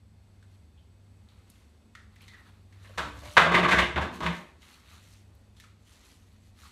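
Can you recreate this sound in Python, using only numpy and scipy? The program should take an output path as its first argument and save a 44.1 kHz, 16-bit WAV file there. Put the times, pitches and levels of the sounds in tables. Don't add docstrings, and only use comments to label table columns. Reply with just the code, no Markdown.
import sys
import numpy as np
from scipy import signal
from scipy.fft import rfft, irfft, next_fast_len
from scipy.io import wavfile
from scipy.ndimage import uniform_filter1d, map_coordinates

SR = 44100
rng = np.random.default_rng(int(sys.argv[2]) if len(sys.argv) > 2 else 0)


def ratio(d):
    e = np.asarray(d, float) / 20
    return 10 ** e


def transcribe(u):
    v = np.clip(np.atleast_2d(u).T, -1, 1)
    q = np.round(v * 32767).astype(np.int16)
    wavfile.write(sys.argv[1], SR, q)


N = 295911

# centre_hz, width_hz, level_db
STOOL_FRAME = [(72.3, 16, -3), (173, 22.9, -2), (243, 20.8, -5.5), (292, 12, -6.5), (354.8, 33, -4.5),
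               (468, 40, -12), (635, 35, -9.5), (942, 60, -2), (1120, 55, 4.5), (1313, 50, -4.5),
               (1480, 59.9, -4.5), (1620, 82, 1.5), (2050, 130, -3), (2555, 120, -5), (3000, 150, -10.5),
               (3580, 100, -7.5), (4300, 200, -14.5)]
# frequency_hz, level_db (per Hz)
STRUCK_WOOD = [(180, -44.5), (300, -7), (348, -4.5), (535, 1), (1120, -9), (1370, -10), (2040, -11),
               (3630, -12.5), (4960, -28.5), (6900, -34), (15500, -53.5)]


def leg_blows():
    # start_s, peak_db, thud_db, click_db, leg_pitch_hz
    blows = [(2.976, -27, -20.5, -16.5, 1500), (2.981, -17.5, -16.5, -16, 1400),
             (2.994, -20.5, -13.5, -27.5, 1260), (3.234, -39.5, -6, -22, 600),
             (3.255, -39.5, -11, -14.5, 1065), (3.368, -0.5, -22, -34, 1450), (3.372, -3, -22, -30, 1569),
             (3.3775, 1.5, -19, -28, 1400), (3.96, -19, -5, -34, 1900), (3.965, -18, -4, -46.5, 1490),
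             (3.977, -14, -8.5, -38, 980), (4.205, -26, 1, -19, 1120), (4.263, -16, -12, -26, 2000)]
    rows = [(*row, contact_s(.0055, row[1])) for row in blows]
    return knocks(rows, ring_db=-0.5, width=.42, wet_db=-1.5, gain_db=-9.5, swell=0.062, broad=0.57, low_hz=470)


def leg_slips():
    # start_s, peak_db, thud_db, click_db, leg_pitch_hz
    slips = [(3.412, -14, -19, -30.5, 1570), (3.511, -14.5, -18, -28, 1170), (3.539, -4.5, -10, -30, 2050),
             (3.556, -13, -11, -30, 1220), (3.574, -14, -19, -28, 690), (3.625, -13.5, -3, -29.5, 2090),
             (3.679, -10, -22, -26, 1130), (3.706, -8, -26, -23.5, 2030), (3.721, -7.5, -10.5, -29.5, 1620),
             (3.756, -16, -38, -27.5, 1640), (3.78, -6, -28, -25, 2050), (3.81, -17, -12.5, -28.5, 2900),
             (4.005, -21.5, -12, -23, 1650), (4.035, -27, 1.5, -33, 1100), (4.222, -20.5, -7, -22.5, 1150),
             (4.25, -19.5, -15, -28, 1000)]
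    rows = [(*row, contact_s(.0055, row[1])) for row in slips]
    return knocks(rows, ring_db=3.0, width=.18, wet_db=-3.5, gain_db=-8, swell=1.8, broad=0.34, low_hz=452)


def drag():
    # start_s, length_s, scrape_db, shudder_db, deep_db
    shoves = [(2.84, .11, -66, -85, -72), (2.99, .08, -56, -60, -41), (3.1, .08, -59, -72, -47),
              (3.235, .05, -60, -72, -44), (3.385, .06, -29, -40, -40), (3.47, .04, -34, -36, -41),
              (3.52, .16, -27.5, -38, -42), (3.74, .08, -38, -38, -34.5), (3.88, .03, -55, -50, -41),
              (3.97, .05, -50, -49, -34.5), (4.14, .05, -58, -47, -47), (4.22, .07, -41, -37, -44)]
    start, length, *db = np.transpose(shoves)
    rise_db_s = np.array([[750], [500], [500]])
    fall_db_s = np.array([[260], [160], [260]])
    levels = np.transpose(db)[..., None]
    scrape_db, shudder_db, deep_db = gestures(start, length, levels, rise_db_s, fall_db_s)

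    def wood(f):
        return causal((np.abs(modes(STOOL_FRAME, f)) + .25) * ratio(along(STRUCK_WOOD, f)) * (f > 300))

    slips = grains(3000, spread_db=1) * ratio(5.04 * wobble(55))
    scrape = ratio(scrape_db) * patchy(filtered(slips, wood), patchy_db=4)
    echo = signal.fftconvolve(scrape, tails(count=1)[0])[:N]

    shudder = unit(filtered(grains(360, spread_db=2.0), lambda f: modes(STOOL_FRAME[1:6], f) ** 2))
    sway = ratio(1.8 * wobble(15)) * tone(STOOL_FRAME[1][0], wander=.04, rate=11)
    shudder = 0.85 * shudder + 0.95 * sway

    deep = ratio(2.5 * wobble(14)) * tone(STOOL_FRAME[0][0], wander=0.049, rate=9)
    floor = unit(filtered(slips, lambda f: modes([(75, 90, 0)], f) ** 2))
    deep = deep + .6 * floor
    return scrape + 0.45 * echo + ratio(shudder_db) * shudder + ratio(deep_db) * deep


def ringing_rungs():
    # start_s, pitch_hz, level_db, t60_s
    rungs = [(3.0, 292, -49, 1.1), (3.24, 600, -50, .6), (3.62, 356, -37, .6), (3.79, 356, -33, .45),
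             (4.02, 250, -43, .8), (4.24, 173, -30, .45)]
    out, t = np.zeros(N + SR), np.arange(SR // 2) / SR
    flutter_db, drift = 1.6 * wobble(25), 1 + .012 * wobble(20)
    for s, hz, db, t60 in rungs:
        now = slice(round(s * SR), round(s * SR) + len(t))
        decay_db = db + 3 - 60 * t / t60 + flutter_db[now]
        swell = (1 - np.exp(-t / .015)) * ratio(decay_db) * np.cos(np.pi * t)
        out[now] += swell * np.sin(2 * np.pi * hz * np.cumsum(drift[now]) / SR)
    return out[:N]


def small_taps():
    # start_s, peak_db, click_db, pitch_hz
    taps = [(.426, -51.5, -19, 1560), (1.287, -56.5, -16, 4000), (1.5, -69.5, 3, 3000),
            (1.951, -34, -22.5, 1870), (1.952, -36, -23, 1350), (2.16, -47, -18, 1960),
            (2.207, -45.5, -20, 2400), (2.28, -40.5, -17.5, 2050), (2.281, -50.5, -10, 4000),
            (2.725, -50.5, -16, 1980), (4.14, -61, 1, 3000), (4.618, -53, -7, 2970), (5.35, -77, -9, 4400),
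            (5.566, -58.5, -5, 3276), (5.599, -44.5, -13.5, 1780), (5.6, -46.5, -10, 2320),
            (5.638, -43.5, -22, 1307), (5.64, -52, -24, 2250), (6.573, -73, -18, 4400)]
    # start_s, peak_db, pitch_hz
    nudges = [(.775, -59, 3170), (1.99, -51.5, 1940), (2.335, -44.5, 1800), (2.85, -50, 1770),
              (2.927, -54, 1340), (6.632, -45.5, 1250)]
    thud_db = -30
    rows = [(s, db, thud_db, click_db, hz, contact_s(.004, db + 35)) for s, db, click_db, hz in taps]
    rows += [(s, db, thud_db, -26, hz, .021) for s, db, hz in nudges]
    return knocks(sorted(rows), ring_db=-14, width=0.17, wet_db=-2.5, gain_db=-11, swell=.12, broad=.04,
                  low_hz=1068)


def squeak():
    # time_s, pitch_hz, level_db
    glide = [(2.27, 2105, -90), (2.29, 2040, -58), (2.34, 1960, -61), (2.4, 1920, -65), (2.44, 1920, -63),
             (2.48, 1880, -89.5)]
    hz, db = curves(glide)
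    return ratio(db + 5 * wobble(60)) * tone(hz, wander=.03, rate=200)


def broom():
    # start_s, length_s, pressure_db, brightness_db
    strokes = [(.52, .02, -78, 1.1), (1.29, .17, -75, -3), (1.505, .11, -69, 1.5), (2.12, .08, -75, -4),
               (2.225, .01, -63, -1.5), (2.29, .2, -68.5, -7), (2.73, .1, -72, -5), (2.84, .32, -65, -.6),
               (3.19, .04, -62, 4), (3.25, .08, -54.5, 1.5), (4.14, .02, -56, -1.5), (4.33, .04, -59, 1.5),
               (4.63, .04, -62, 1.1), (4.69, .06, -59, -.6), (4.855, .01, -66, -3), (4.9, .07, -60.5, -.6),
               (5.03, .13, -67, 4), (5.58, .06, -68, 1.5), (5.8, .06, -77, 3), (5.875, .14, -66, 2.5),
               (6.05, .055, -63.5, 2.5), (6.22, .16, -75, 1.5), (6.43, .04, -74, 6), (6.59, .09, -60, 1.5)]
    # frequency_hz, level_db (per Hz)
    hiss = [(2650, -28), (4500, -1.5), (4960, -2), (6110, 1.5), (10400, -6), (11300, -4), (15500, -18.5)]
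    rasp = [(1300, -22.5), (2000, -0.5), (3000, -1), (4400, -1), (5500, -25.5)]
    body = [(400, -25), (900, -5.5), (1300, -0.5), (1900, -7.5), (2800, -28)]
    start, length, db, bright_db = np.transpose(strokes)
    levels = np.transpose([db - 4 + bright_db, db, db - 4 - bright_db])[..., None]
    sweep = gestures(start, length, levels, rise=450, fall=120)
    flutter_db = 1.2 * wobble(25)
    out = np.zeros(N)
    for level_db, colour in zip(sweep, (hiss, rasp, body)):
        layer = filtered(grains(4000, spread_db=0), lambda f: ratio(along(colour, f)))
        out += ratio(level_db + flutter_db + wobble(11)) * patchy(layer, patchy_db=1.8)
    return out


def flicks():
    # start_s, peak_db, pitch_hz
    snaps = [(1.5, -47, 9500), (2.156, -63, 10500), (2.217, -55, 11500), (5.35, -60, 12000),
             (5.599, -54, 10500)]
    out, t = np.zeros(N + SR), np.arange(SR // 2) / SR
    for s, db, hz in snaps:
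        burst = rng.standard_normal(len(t)) * (np.exp(-t / .004) + .12 * np.exp(-t / .04))
        snap = filtered(burst, lambda f: modes([(hz, .6 * hz, 0)], f) ** 2)
        out[round(s * SR):][:len(t)] += ratio(db) * snap
    return out[:N]


def house_hum():
    # centre_hz, width_hz, level_db
    resonances = [(35, 26, -8), (61.5, 14, -1.5), (77, 7.1, 1.5), (161.7, 31, -14.5), (212.9, 10, -8),
                  (249, 5.9, -15.5), (382, 22, -25)]
    # centre_hz, width_hz
    drone_band = (98, 7.6)
    # time_s, level_db
    drone_levels = [(0, -60), (.56, -58), (.68, -65), (1.0, -57), (1.6, -63), (1.72, -78), (1.9, -63),
                    (2.25, -57), (2.42, -60), (3.05, -51), (3.2, -66), (4.76, -78), (4.84, -63),
                    (5.12, -57), (5.8, -60), (6.06, -78), (6.2, -60), (6.71, -63)]
    drone_db, = curves(drone_levels)
    hum_db = -62.5 + .08 * (drone_db - drone_db.mean())
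    hum = unit(filtered(rng.standard_normal(N), lambda f: modes(resonances, f) / (1 + (f / 500) ** 2)))
    blur = unit(filtered(rng.standard_normal(N), lambda f: modes([(*drone_band, 0)], f) ** 2))
    drone = .4 * blur + 1.5 * tone(drone_band[0], wander=.015, rate=2)
    return ratio(hum_db + 6.5) * hum + ratio(drone_db - 1.5) * drone


def appliance_whine():
    # centre_hz, width_hz, level_db
    lines = [(2540, 14, -85.5), (3548, 12, -87.5), (4150, 12, -92.5), (4479, 50, -87), (4450, 15, -92),
             (7973, 20, -87.5), (8100, 20, -89.5), (8020, 20, -86.5)]

    def fuzz(f):
        return sum(np.sqrt(2 * SR / np.pi / w) * modes([(hz, w, db / 2)], f) ** 2 for hz, w, db in lines)

    tones = sum(.6 * ratio(db) * tone(hz, wander=0.0007, rate=15) for hz, w, db in lines)
    return .45 * filtered(rng.standard_normal(N), fuzz) + tones


def still_air():
    # frequency_hz, level_db (per Hz)
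    colour = [(150, -34.5), (250, -3.5), (400, -9.5), (850, -14.5), (1300, -18.5), (2000, -21.5),
              (4600, -24.5), (5000, -26.5), (8200, -30), (12000, -33.5), (15000, -41.5), (15700, -50.5)]
    air = unit(filtered(rng.standard_normal(N), lambda f: ratio(along(colour, f))))
    return ratio(-68 + 0.95 * wobble(3.3)) * air


def contact_s(shortest, db):
    return shortest - .00015 * db


def knocks(table, ring_db, width, wet_db, gain_db, swell, broad, low_hz):
    out, size = np.zeros(N + SR), SR * 3 // 5
    t, f = np.arange(size) / SR, np.fft.rfftfreq(2 * size, 1 / SR)
    frame, wood = np.abs(modes(STOOL_FRAME, f)), ratio(along(STRUCK_WOOD, f))
    upper = wood * f ** 4 / (low_hz ** 4 + f ** 4)
    bright = wood / (1 + (4600 / (f + 1)) ** 6)
    low = (frame + .08) / (1 + (f / 420) ** 4) * f ** 2 / (55 ** 2 + f ** 2)
    for (s, db, thud_db, click_db, hz, contact), tail in zip(table, tails(count=len(table))):
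        rattle = rng.standard_normal(size) * np.exp(-t / contact) * (t / contact) ** swell
        pitch = np.abs(modes([(hz, width * hz, 6)], f))
        body = (ratio(ring_db) * frame + pitch ** 1.5 + broad) * upper
        thud = ratio(thud_db + 13.5) * low
        click = ratio(click_db + 29) * bright
        energy = np.mean(body ** 2) / (contact * SR)
        direct = evened(rattle, 2 * size) * causal(body + thud + click) / np.sqrt(energy)
        room = 1 + ratio(wet_db) * evened(tail, 2 * size)
        out[round(s * SR):][:size] += ratio(db + gain_db) * irfft(direct * room)[:size]
    return out[:N]


def tails(count):
    # frequency_hz, t60_s
    decay = [(70, 1), (250, 0.66), (1000, .47), (3000, .45), (8000, .45), (15000, .25)]
    size = SR * 3 // 5
    hz, t, z = signal.stft(rng.standard_normal((count, size)), SR, nperseg=512)
    fading = z * ratio(-60 * t / along(decay, hz)[:, None])
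    tail = signal.istft(fading, SR, nperseg=512)[1][:, :size]
    tail = tail * (1 - np.exp(-np.arange(tail.shape[1]) / SR / 0.0049))
    return tail / np.linalg.norm(tail, axis=1, keepdims=True)


def grains(rate, spread_db):
    size = np.minimum(rng.exponential(size=N), 4)
    return unit((rng.random(N) < rate / SR) * rng.standard_normal(N) * ratio(spread_db * size))


def gestures(start, length, db, rise, fall):
    step = 64
    t = np.arange(N // step + 1) * step / SR
    power = 0
    for s, n, d in zip(start, length, db):
        level_db = d - rise * np.maximum(s - t, 0) - fall * np.maximum(t - s - n, 0)
        power = power + ratio(2 * level_db)
    return [np.interp(np.arange(N) / SR, t, 10 * np.log10(p + 1e-12)) for p in power]


def patchy(x, patchy_db):
    z = signal.stft(x, nperseg=512)[2]
    field = uniform_filter1d(rng.standard_normal(z.shape), size=5, axis=0)
    field = uniform_filter1d(field, size=6, axis=1)
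    return unit(signal.istft(z * ratio(patchy_db * field / np.std(field)), nperseg=512)[1][:N])


def tone(hz, wander, rate):
    return np.sqrt(2) * np.sin(2 * np.pi * np.cumsum(hz * (1 + wander * wobble(rate))) / SR)


def wobble(rate):
    steps = np.arange(0, N + 16, 16)
    knots = rng.standard_normal(int(N * rate / SR) + 4)
    return np.interp(np.arange(N), steps, map_coordinates(knots, [steps * rate / SR]))


def modes(table, f):
    return sum((-1) ** k * ratio(db) * 1j * f * w / (c * c - f * f + 1j * f * w)
               for k, (c, w, db) in enumerate(table))


def causal(gain):
    c = irfft(np.log(gain + 1e-6))
    c[1:len(c) // 2] *= 2
    c[len(c) // 2 + 1:] = 0
    return np.exp(rfft(c))


def evened(x, size):
    z = rfft(x, size)
    return z / np.sqrt(np.abs(uniform_filter1d(np.abs(z) ** 2, size=size // 250)) + 1e-12)


def filtered(x, response):
    m = next_fast_len(x.shape[-1] + SR // 4)
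    return irfft(rfft(x, m) * response(np.fft.rfftfreq(m, 1 / SR)), m)[..., :x.shape[-1]]


def along(points, hz):
    f, v = np.transpose(points)
    return np.interp(np.log(hz + 1), np.log(f + 1), v)


def curves(rows):
    s, *cols = np.transpose(rows)
    return [np.interp(np.arange(N) / SR, s, c) for c in cols]


def unit(x):
    return x / np.sqrt(np.mean(x ** 2, -1, keepdims=True) + 1e-20)


def scene():
    stool = leg_blows() + leg_slips() + drag() + ringing_rungs()
    sweeping = small_taps() + squeak() + broom() + flicks()
    house = house_hum() + appliance_whine() + still_air()
    return (stool + sweeping + house)[None]


def band_limit(x):
    return signal.sosfilt(signal.butter(12, 15720, fs=SR, output="sos"), x)


def record(dry):
    soft = dry / (1 + np.abs(dry) ** 6) ** (1 / 6)

    def mic(f):
        return (1j * f / (36 + 1j * f)) ** 3 * (f < 15720) / (1 + (f / 15300) ** 14)

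    return band_limit(filtered(soft, mic))


dry = scene()
out = record(dry)
transcribe(out)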